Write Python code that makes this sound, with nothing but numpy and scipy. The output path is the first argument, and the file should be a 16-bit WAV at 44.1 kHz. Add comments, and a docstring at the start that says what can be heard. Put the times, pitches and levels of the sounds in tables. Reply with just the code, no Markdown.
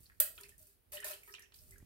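"""A small kitchen, miked in stereo from close by, with a low rumble and faint hiss underneath.
A spoon stirs wet pulp in a wire strainer, knocks and ticks on the wire, and scrapes in quick strokes:
clicks and friction noise drive the ringing modes of the strainer, and its bowl groans.
Juice drips into a glass pitcher below: bubbles ring with rising pitch, drops slap and a trickle hums.
A soft low bump comes near the end."""
import sys
import numpy as np
from scipy import signal
from scipy.io import wavfile
from scipy.ndimage import uniform_filter1d

SR = 44100
rng = np.random.default_rng(int(sys.argv[2]) if len(sys.argv) > 2 else 0)


def int16_out(signal):
    """Quantize to a 16-bit WAV file."""
    q = np.round(np.clip(np.atleast_2d(signal).T, -1, 1) * 32767)
    wavfile.write(sys.argv[1], SR, q.astype(np.int16))


N = 81585
T = np.arange(N) / SR


def amp(db):
    """Decibels to gain."""
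    return 10 ** (np.asarray(db) / 20)


def evened(x):
    """Scales to unit rms."""
    return x / np.sqrt(np.mean(x ** 2) + 1e-20)


def dying(t, t60):
    """Exponential decay that falls 60 dB in t60."""
    return np.exp(-np.log(1000) * t / t60)


def pan(db):
    """Left and right gains for a level difference; positive is louder on the left."""
    return amp(np.array([[db], [-db]]) / 2)


def convolve(x, response):
    """Convolution along time, cut to the scene's length."""
    return signal.fftconvolve(np.atleast_2d(x), np.atleast_2d(response), axes=1)[:, :N]


def read(points, hz):
    """Reads a spectrum on a log-frequency axis."""
    f, value = np.transpose(points)
    return np.interp(np.log(hz + 1), np.log(f), value)


def colour(x, points, size=8192):
    """Causal (minimum-phase) filter of unit energy with the shape of the given spectrum."""
    log_gain = np.log(amp(read(points, abs(np.fft.fftfreq(size, 1 / SR)))))
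    spectrum = np.exp(np.conj(signal.hilbert(log_gain)))
    taps = np.fft.ifft(spectrum).real[:size // 2]
    return convolve(x, taps / np.linalg.norm(taps))


def clicks(rows):
    """One impulse for each (start_s, level_db) row."""
    out = np.zeros(N)
    for start, db in rows:
        out[round(start * SR)] += amp(db)
    return out


def ring(force, modes):
    """Modes that a force sets ringing, each scaled by its gain at resonance."""
    t = T[:SR // 2]
    response = 0
    for hz, db, t60, side in modes:
        unit_peak = 2 * np.log(1000) / (t60 * SR)
        wave = dying(t, t60) * np.cos(2 * np.pi * hz * t)
        response = response + pan(side) * amp(db) * unit_peak * wave
    return convolve(force, response)


def strokes(rows, rise, release):
    """Strength of a driven sound: quick rise, changing hold, release; rows add as power."""
    power = 0
    for start, length, db, fade_db in rows:
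        t = T - start
        attack = np.clip(t / rise, 0, 1)
        hold = amp(db + fade_db * np.clip(t / length, 0, 1))
        let_go = np.exp(-np.maximum(t - length, 0) / release)
        power = power + (attack * hold * let_go) ** 2
    return np.sqrt(power)


def friction(rate, spread_db, rub_db):
    """Slips of uneven size, at a mean rate per second, over a smooth rub."""
    size = amp(spread_db * np.minimum(rng.exponential(1, N), 4))
    slips = size * rng.choice([-1, 1], N) * (rng.random(N) < rate / SR)
    return evened(evened(slips) + amp(rub_db) * rng.standard_normal(N))


def chatter(rows, t60, buzz_db):
    """Each contact is a click followed by a brief buzz of the wires."""
    hits = clicks(rows)
    keep = dying(2 / SR, t60)  # power falls a millionfold in t60, so the buzz drops 60 dB in t60
    buzz_power = signal.lfilter([1], [1, -keep], hits ** 2) * (1 - keep)
    buzz = np.sqrt(buzz_power) * rng.standard_normal((2, N))
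    return (hits + amp(buzz_db) * buzz) / np.hypot(1, amp(buzz_db))


def hum(hz, waver):
    """A tone of unit rms whose pitch wanders by the rms fraction waver."""
    drift = uniform_filter1d(uniform_filter1d(rng.standard_normal(N), size=900), size=500)
    turns = np.cumsum(hz * (1 + waver * evened(drift))) / SR
    return np.sqrt(2) * np.sin(2 * np.pi * turns)


EARLY_T60_S = .032


def near_echoes():
    """A dying burst of dense echoes with unit energy."""
    t = T[:SR // 4]
    burst = rng.standard_normal((2, len(t))) * dying(t, EARLY_T60_S)
    return burst / np.linalg.norm(burst, axis=1, keepdims=True)


# reverberation time of the kitchen: pitch_hz, t60_s
ROOM_DECAY = [(200, 0.95), (1000, 0.3), (4000, .3), (9000, 0.28), (16000, 0.21)]
ROOM_BUILD_S = 0.0059


def room_tail():
    """Reverberation of unit energy: noise whose bands die at their own rates, treble first."""
    hz, t, z = signal.stft(rng.standard_normal((2, SR // 2)), SR, nperseg=256)
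    out = signal.istft(z * dying(t, read(ROOM_DECAY, hz)[:, None]), SR)[1]
    out *= np.minimum(T[:out.shape[1]] / ROOM_BUILD_S, 1)
    return out / np.linalg.norm(out, axis=1, keepdims=True)


ECHO_SHIFT_PER_S = 22


def echoes(x, make_response, count=3):
    """Echo patterns that blend into each other as the spoon and strainer move."""
    turn = 2 * np.pi * ECHO_SHIFT_PER_S * T
    out = 0
    for k in range(count):
        weight = np.sqrt(2 / count) * np.cos(turn + np.pi * k / count)
        out = out + convolve(x * weight, make_response())
    return out


RIGHT_LATE_S = 0.00023


def kitchen(x, early_db, room_db):
    """Direct sound reaches the left microphone first; near echoes and a short tail join it."""
    late = round(RIGHT_LATE_S * SR) / SR
    direct = np.array([x[0], np.interp(T - late, T, x[1])])
    wet = amp(early_db) * echoes(x, near_echoes) + amp(room_db) * echoes(x, room_tail)
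    return (direct + wet) / np.sqrt(1 + amp(early_db) ** 2 + amp(room_db) ** 2)


# spectra of the low rumble and the hiss: pitch_hz, level_db (relative)
RUMBLE_COLOUR = [(15, -33), (35, -5), (52, 1.5), (78, 2), (120, -8), (200, -16), (400, -23), (900, -40)]
HISS_COLOUR = [(100, -7), (400, -0.5), (800, -10), (3000, -12.5), (7000, -21), (10000, -10.5), (16000, -10)]
# swell of the rumble: start_s, level_db
RUMBLE_LEVEL = [(0, -59), (0.05, -70), (0.3, -69), (0.62, -70.5), (0.72, -78.5), (0.85, -80.5),
                (0.93, -64.5), (1.03, -73.5), (1.5, -75.5), (1.64, -64.5), (1.72, -61.5), (1.78, -62.5),
                (1.85, -60)]
RUMBLE_LIKENESS, RUMBLE_PAN_DB = 0.64, -5.5  # correlation of left and right; right is louder
HISS_DB = -75


def background():
    """Filtered noise: a low rumble, partly alike in both channels, that swells, and faint hiss."""
    a, b = rng.standard_normal((2, N))
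    right = RUMBLE_LIKENESS * a + np.sqrt(1 - RUMBLE_LIKENESS ** 2) * b
    rumble = evened(colour(np.array([a, right]), RUMBLE_COLOUR))
    swell = amp(np.interp(T, *np.transpose(RUMBLE_LEVEL)))
    hiss = colour(rng.standard_normal((2, N)), HISS_COLOUR)
    return pan(RUMBLE_PAN_DB) * rumble * swell + amp(HISS_DB) * hiss


# soft stirring of the pulp: start_s, length_s, level_db (before the room), fade_db (change over the stroke)
STIRS = [(0.0, 0.032, -63, 2), (0.05, 0.3, -72.5, -8), (0.35, 0.21, -56, -21), (0.58, 0.11, -59.5, -8),
         (0.68, 0.02, -64, 0.5), (1.17, 0.14, -66, 8.5), (1.535, 0.2, -59.5, -5.5)]
# spectrum of the stirring: pitch_hz, level_db (relative)
STIR_COLOUR = [(200, -41.5), (600, -18), (1000, -21.5), (2800, -9), (4500, -7), (7000, -1), (9200, 4.5),
               (11000, 3), (12500, 4.5), (16000, 4)]


def stirring():
    """Wet pulp rubs and slips under the spoon in fine, uneven grains."""
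    pressure = strokes(STIRS, rise=0.0033, release=0.027)
    return colour(pressure * friction(rate=2900, spread_db=8.5, rub_db=-2.5), STIR_COLOUR)


BUBBLE_RISE, BUBBLE_ONSET_CYCLES = .03, .6  # pitch rise as a fraction; time constant of the onset


def bubble(start, db, hz, cycles):
    """A trapped bubble rings and dies, 60 dB in the given cycles, while its pitch rises."""
    age = np.maximum(T - start, 0) * hz  # in cycles
    pitch = hz * (1 + BUBBLE_RISE * np.minimum(age / cycles, 1))
    turns = np.cumsum(pitch * (age > 0)) / SR
    decay = dying(np.minimum(age, 4 * cycles), cycles)
    onset = 1 - np.exp(-age / BUBBLE_ONSET_CYCLES)
    wave = np.sin(2 * np.pi * turns) * decay * onset
    return amp(db) * wave / (np.linalg.norm(wave) + 1e-12)


# drips that trap a bubble: start_s, level_db (before the room), pitch_hz (at the start), ring_cycles
DRIPS = [(0.058, -39, 4480, 31), (0.065, -42, 4600, 9.6), (0.0986, -35, 1840, 21),
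         (0.1185, -41.5, 1790, 19), (0.255, -27.5, 1885, 150), (0.3787, -28, 2990, 7.3),
         (0.379, -36, 3180, 610), (0.384, -34, 1410, 35), (0.433, -28.5, 2590, 84),
         (0.434, -31.5, 4500, 13), (0.442, -33.5, 1910, 26), (0.4902, -38, 2720, 5),
         (0.5174, -40, 1810, 130), (0.9705, -19.5, 2970, 46), (0.977, -27, 1900, 25),
         (0.9978, -23, 1895, 97), (1.028, -23, 2510, 7.3), (1.034, -20, 1802, 110), (1.133, -28, 3000, 19),
         (1.2325, -32.5, 2230, 44), (1.2821, -29.5, 1855, 240), (1.324, -33, 5400, 36),
         (1.3395, -23, 2770, 24), (1.3395, -29, 5800, 3.4), (1.349, -25, 2830, 16), (1.349, -31, 3680, 29),
         (1.383, -31, 2270, 8.8), (1.393, -43.5, 2720, 11), (1.395, -30, 1866, 130),
         (1.4223, -33.5, 5590, 25), (1.428, -36.5, 1806, 49), (1.437, -35, 2635, 61),
         (1.445, -43.5, 1790, 30), (1.5218, -37.5, 3100, 3.2), (1.5427, -33.5, 4400, 6.8),
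         (1.5875, -37, 5300, 30), (1.72, -32.5, 2003, 170), (1.74, -45, 1920, 7.7),
         (1.758, -39.5, 1620, 57), (1.772, -48, 1910, 37), (1.8012, -43.5, 1880, 35)]
SHED_DB, SHED_OCTAVES, SHED_SPREAD_S = -14, .3, .024  # level against the drip, pitch scatter, latest delay


def drips():
    """Each drip rings a bubble and sheds five weaker, later ones of scattered pitch."""
    out = np.zeros(N)
    for start, db, hz, cycles in DRIPS:
        out += bubble(start, db, hz, cycles)
        for late, detune in rng.random(size=(5, 2)):
            shed_hz = hz * 2 ** (SHED_OCTAVES * (2 * detune - 1))
            out += bubble(start + SHED_SPREAD_S * late, db + SHED_DB, shed_hz, cycles / 2)
    return out


# the spoon lands and chatters: start_s, level_db (before buzz and room)
KNOCKS = [(0.2009, 4), (0.2016, 6.5), (0.2052, -0.5), (0.2070, -5.5)]
# spectrum of the knock's force: pitch_hz, level_db (relative)
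KNOCK_COLOUR = [(150, -73), (330, -27.5), (620, -14), (1100, -26), (1900, -23.5), (3300, -18.5),
                (4150, -23.5), (4700, -20), (6200, -22.5), (8100, -6), (10000, -9.5), (12200, -4.5),
                (15500, -4)]


def knocking():
    """The spoon lands on the wire in a few rapid contacts that buzz."""
    return colour(chatter(KNOCKS, t60=.013, buzz_db=4), KNOCK_COLOUR)


# the bowl is driven to sing: start_s, length_s, level_db, fade_db (change over the groan), pitch_hz
GROANS = [(0.2, 0.06, -52, -16, 602), (0.601, 0.091, -75, -21, 611), (0.933, 0.039, -58.5, 1.5, 596.2),
          (1.046, 0.024, -49, -13.5, 607), (1.1, 0.021, -54.5, -4, 600), (1.61, 0.11, -82.5, -11, 608)]


def bowl_groans():
    """The spoon makes the strainer's bowl sing in its lowest mode, a wavering tone on the left."""
    bowl = 0
    for *row, hz in GROANS:
        bowl = bowl + strokes([row], rise=0.0073, release=0.016) * hum(hz, waver=0.0112)
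    return pan(18) * bowl


# heavier drops that slap the juice: start_s, level_db (before the room)
SLAPS = [(0.3785, -47.5), (0.402, -41.5), (1.10, -35.5), (1.277, -40.5), (1.297, -41.5), (1.34, -44)]
# spectrum of a slap: pitch_hz, level_db (relative)
SLAP_COLOUR = [(150, -12), (400, 0), (700, -3), (1300, 0), (2400, -2), (3500, -8), (14000, -22)]
# resonances of the air in the pitcher: pitch_hz, gain_db, t60_s, left_right_db
PITCHER = [(402, 24, .35, 0), (970, 20, .17, 4), (1250, 21, .14, 3), (1860, 21, .12, 0), (2280, 23, .16, 0)]


def slaps():
    """Drops hit the juice as short filtered clicks that sound the air in the pitcher."""
    hits = colour(clicks(SLAPS), SLAP_COLOUR)
    return hits + ring(hits, PITCHER)


def juice():
    """Drips and slaps, heard mostly by way of the glass walls and less from the room."""
    return kitchen(pan(-4) * (drips() + slaps()), early_db=5, room_db=-1.5)


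# a thin trickle drives the pitcher's air: start_s, length_s, level_db, fade_db (change over the trickle)
TRICKLES = [(0.385, 0.099, -67.5, -2.5), (0.67, 0.026, -71.5, -5.5), (0.96, 0.21, -65, -6.5),
            (1.278, 0.023, -56.5, -5), (1.68, 0.14, -73, -5.5)]


def trickle_hum():
    """A thin trickle keeps the pitcher's air humming in its lowest mode."""
    return strokes(TRICKLES, rise=0.033, release=0.027) * hum(PITCHER[0][0], waver=0.0207)


# light ticks of the spoon on the wire: start_s, level_db (before buzz and room)
TICKS = [(0.4095, -24.5), (0.4335, -28.5), (0.4853, -35), (0.4923, -29.5), (0.5806, -34), (0.6275, -34),
         (0.6690, -35), (1.0025, -23.5), (1.3935, -30.5), (1.4215, -38), (1.5415, -36.5), (1.6263, -43),
         (1.7085, -30), (1.7814, -33)]
# spectrum of the ticks: pitch_hz, level_db (relative)
TICK_COLOUR = [(300, -4), (1500, -21), (4000, -15.5), (6500, 1.5), (9000, 6.5), (12000, 4.5), (16000, -3.5)]


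def ticking():
    """Light contacts on the wire, mostly buzz."""
    return colour(chatter(TICKS, t60=0.015, buzz_db=10), TICK_COLOUR)


# strokes over the mesh: start_s, length_s, level_db (before the room), fade_db (change over the stroke)
SCRAPES = [(0.9195, 0.0058, -46.5, -1.5), (0.9285, 0.034, -41.5, -7), (1.042, 0.046, -38.5, -6.5),
           (1.095, 0.021, -44, -0.5), (1.137, 0.007, -46, -10)]
# spectrum of the scraping: pitch_hz, level_db (relative)
SCRAPE_COLOUR = [(150, -31.5), (380, -9), (620, -3.5), (820, -4.5), (1300, -11.5), (2400, -5), (4100, -7),
                 (4700, -9.5), (5600, -7.5), (8300, -0.5), (13300, 1), (16000, -6)]


def scraping():
    """The spoon slips from wire to wire, about 800 a second, over a smooth rub."""
    pressure = strokes(SCRAPES, rise=0.00064, release=0.0056)
    return colour(pressure * friction(rate=800, spread_db=4, rub_db=-3), SCRAPE_COLOUR)


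MESH_LOW_HZ, MESH_HIGH_HZ, MESH_DB, MESH_T60_S = 1250, 5600, 7.5, .2


def mesh_modes(count=44):
    """Many close modes of the wire mesh: a dense metallic ring in the mids."""
    modes = []
    for place, side in rng.random((count, 2)):
        hz = MESH_LOW_HZ * (MESH_HIGH_HZ / MESH_LOW_HZ) ** place
        modes.append((hz, MESH_DB, MESH_T60_S, 20 * (side - .5)))
    return modes


# what the strainer rings with: pitch_hz, gain_db, t60_s, left_right_db
STRAINER = [(611.4, 6.5, 0.14, 7.5), (1407, 11, 0.13, 2), (1879, 10.5, 0.16, -4), (2549, 17, 0.1, -2),
            (3240, 2, 0.085, -3), (3550, 1, .25, 2.5), (4670, 8.5, 0.087, -0.5), (4990, -2, .15, 5.5),
            (5220, 7.5, 0.11, -2.5), (8560, 1.5, 0.14, -7), (9600, -4, 0.13, -3.5), (12200, 3.5, 0.17, -4),
            (13330, 9, 0.053, 8)]


def spoon():
    """Knock, ticks, scrapes and stirring, with their room sound, drive the same strainer."""
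    force = knocking() + ticking() + scraping() + stirring()
    contact = kitchen(pan(-1.5) * force, early_db=2.5, room_db=0)
    # the mesh rings in opposite phase to the other modes
    return contact + ring(contact, STRAINER) - ring(contact, mesh_modes())


# a soft low bump: start_s, level_db
BUMPS = [(1.827, -30)]
# spectrum of the bump: pitch_hz, level_db (relative)
BUMP_COLOUR = [(30, -21), (90, 0), (280, -10.5), (500, -23), (1000, -35), (4000, -72)]


def bump():
    """A click filtered down to a soft low thud."""
    return colour(clicks(BUMPS), BUMP_COLOUR)


def scene():
    """Spoon and juice in the kitchen, over the background."""
    return spoon() + juice() + bowl_groans() + trickle_hum() + bump() + background()


EDGE_HZ = 15900


def record(dry):
    """The recorder's band limit: a steep low-pass."""
    taps = signal.firwin(255, EDGE_HZ, window=("kaiser", 8), fs=SR)
    return signal.oaconvolve(dry, taps[None], "same")


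dry = scene()
out = record(dry)
int16_out(out)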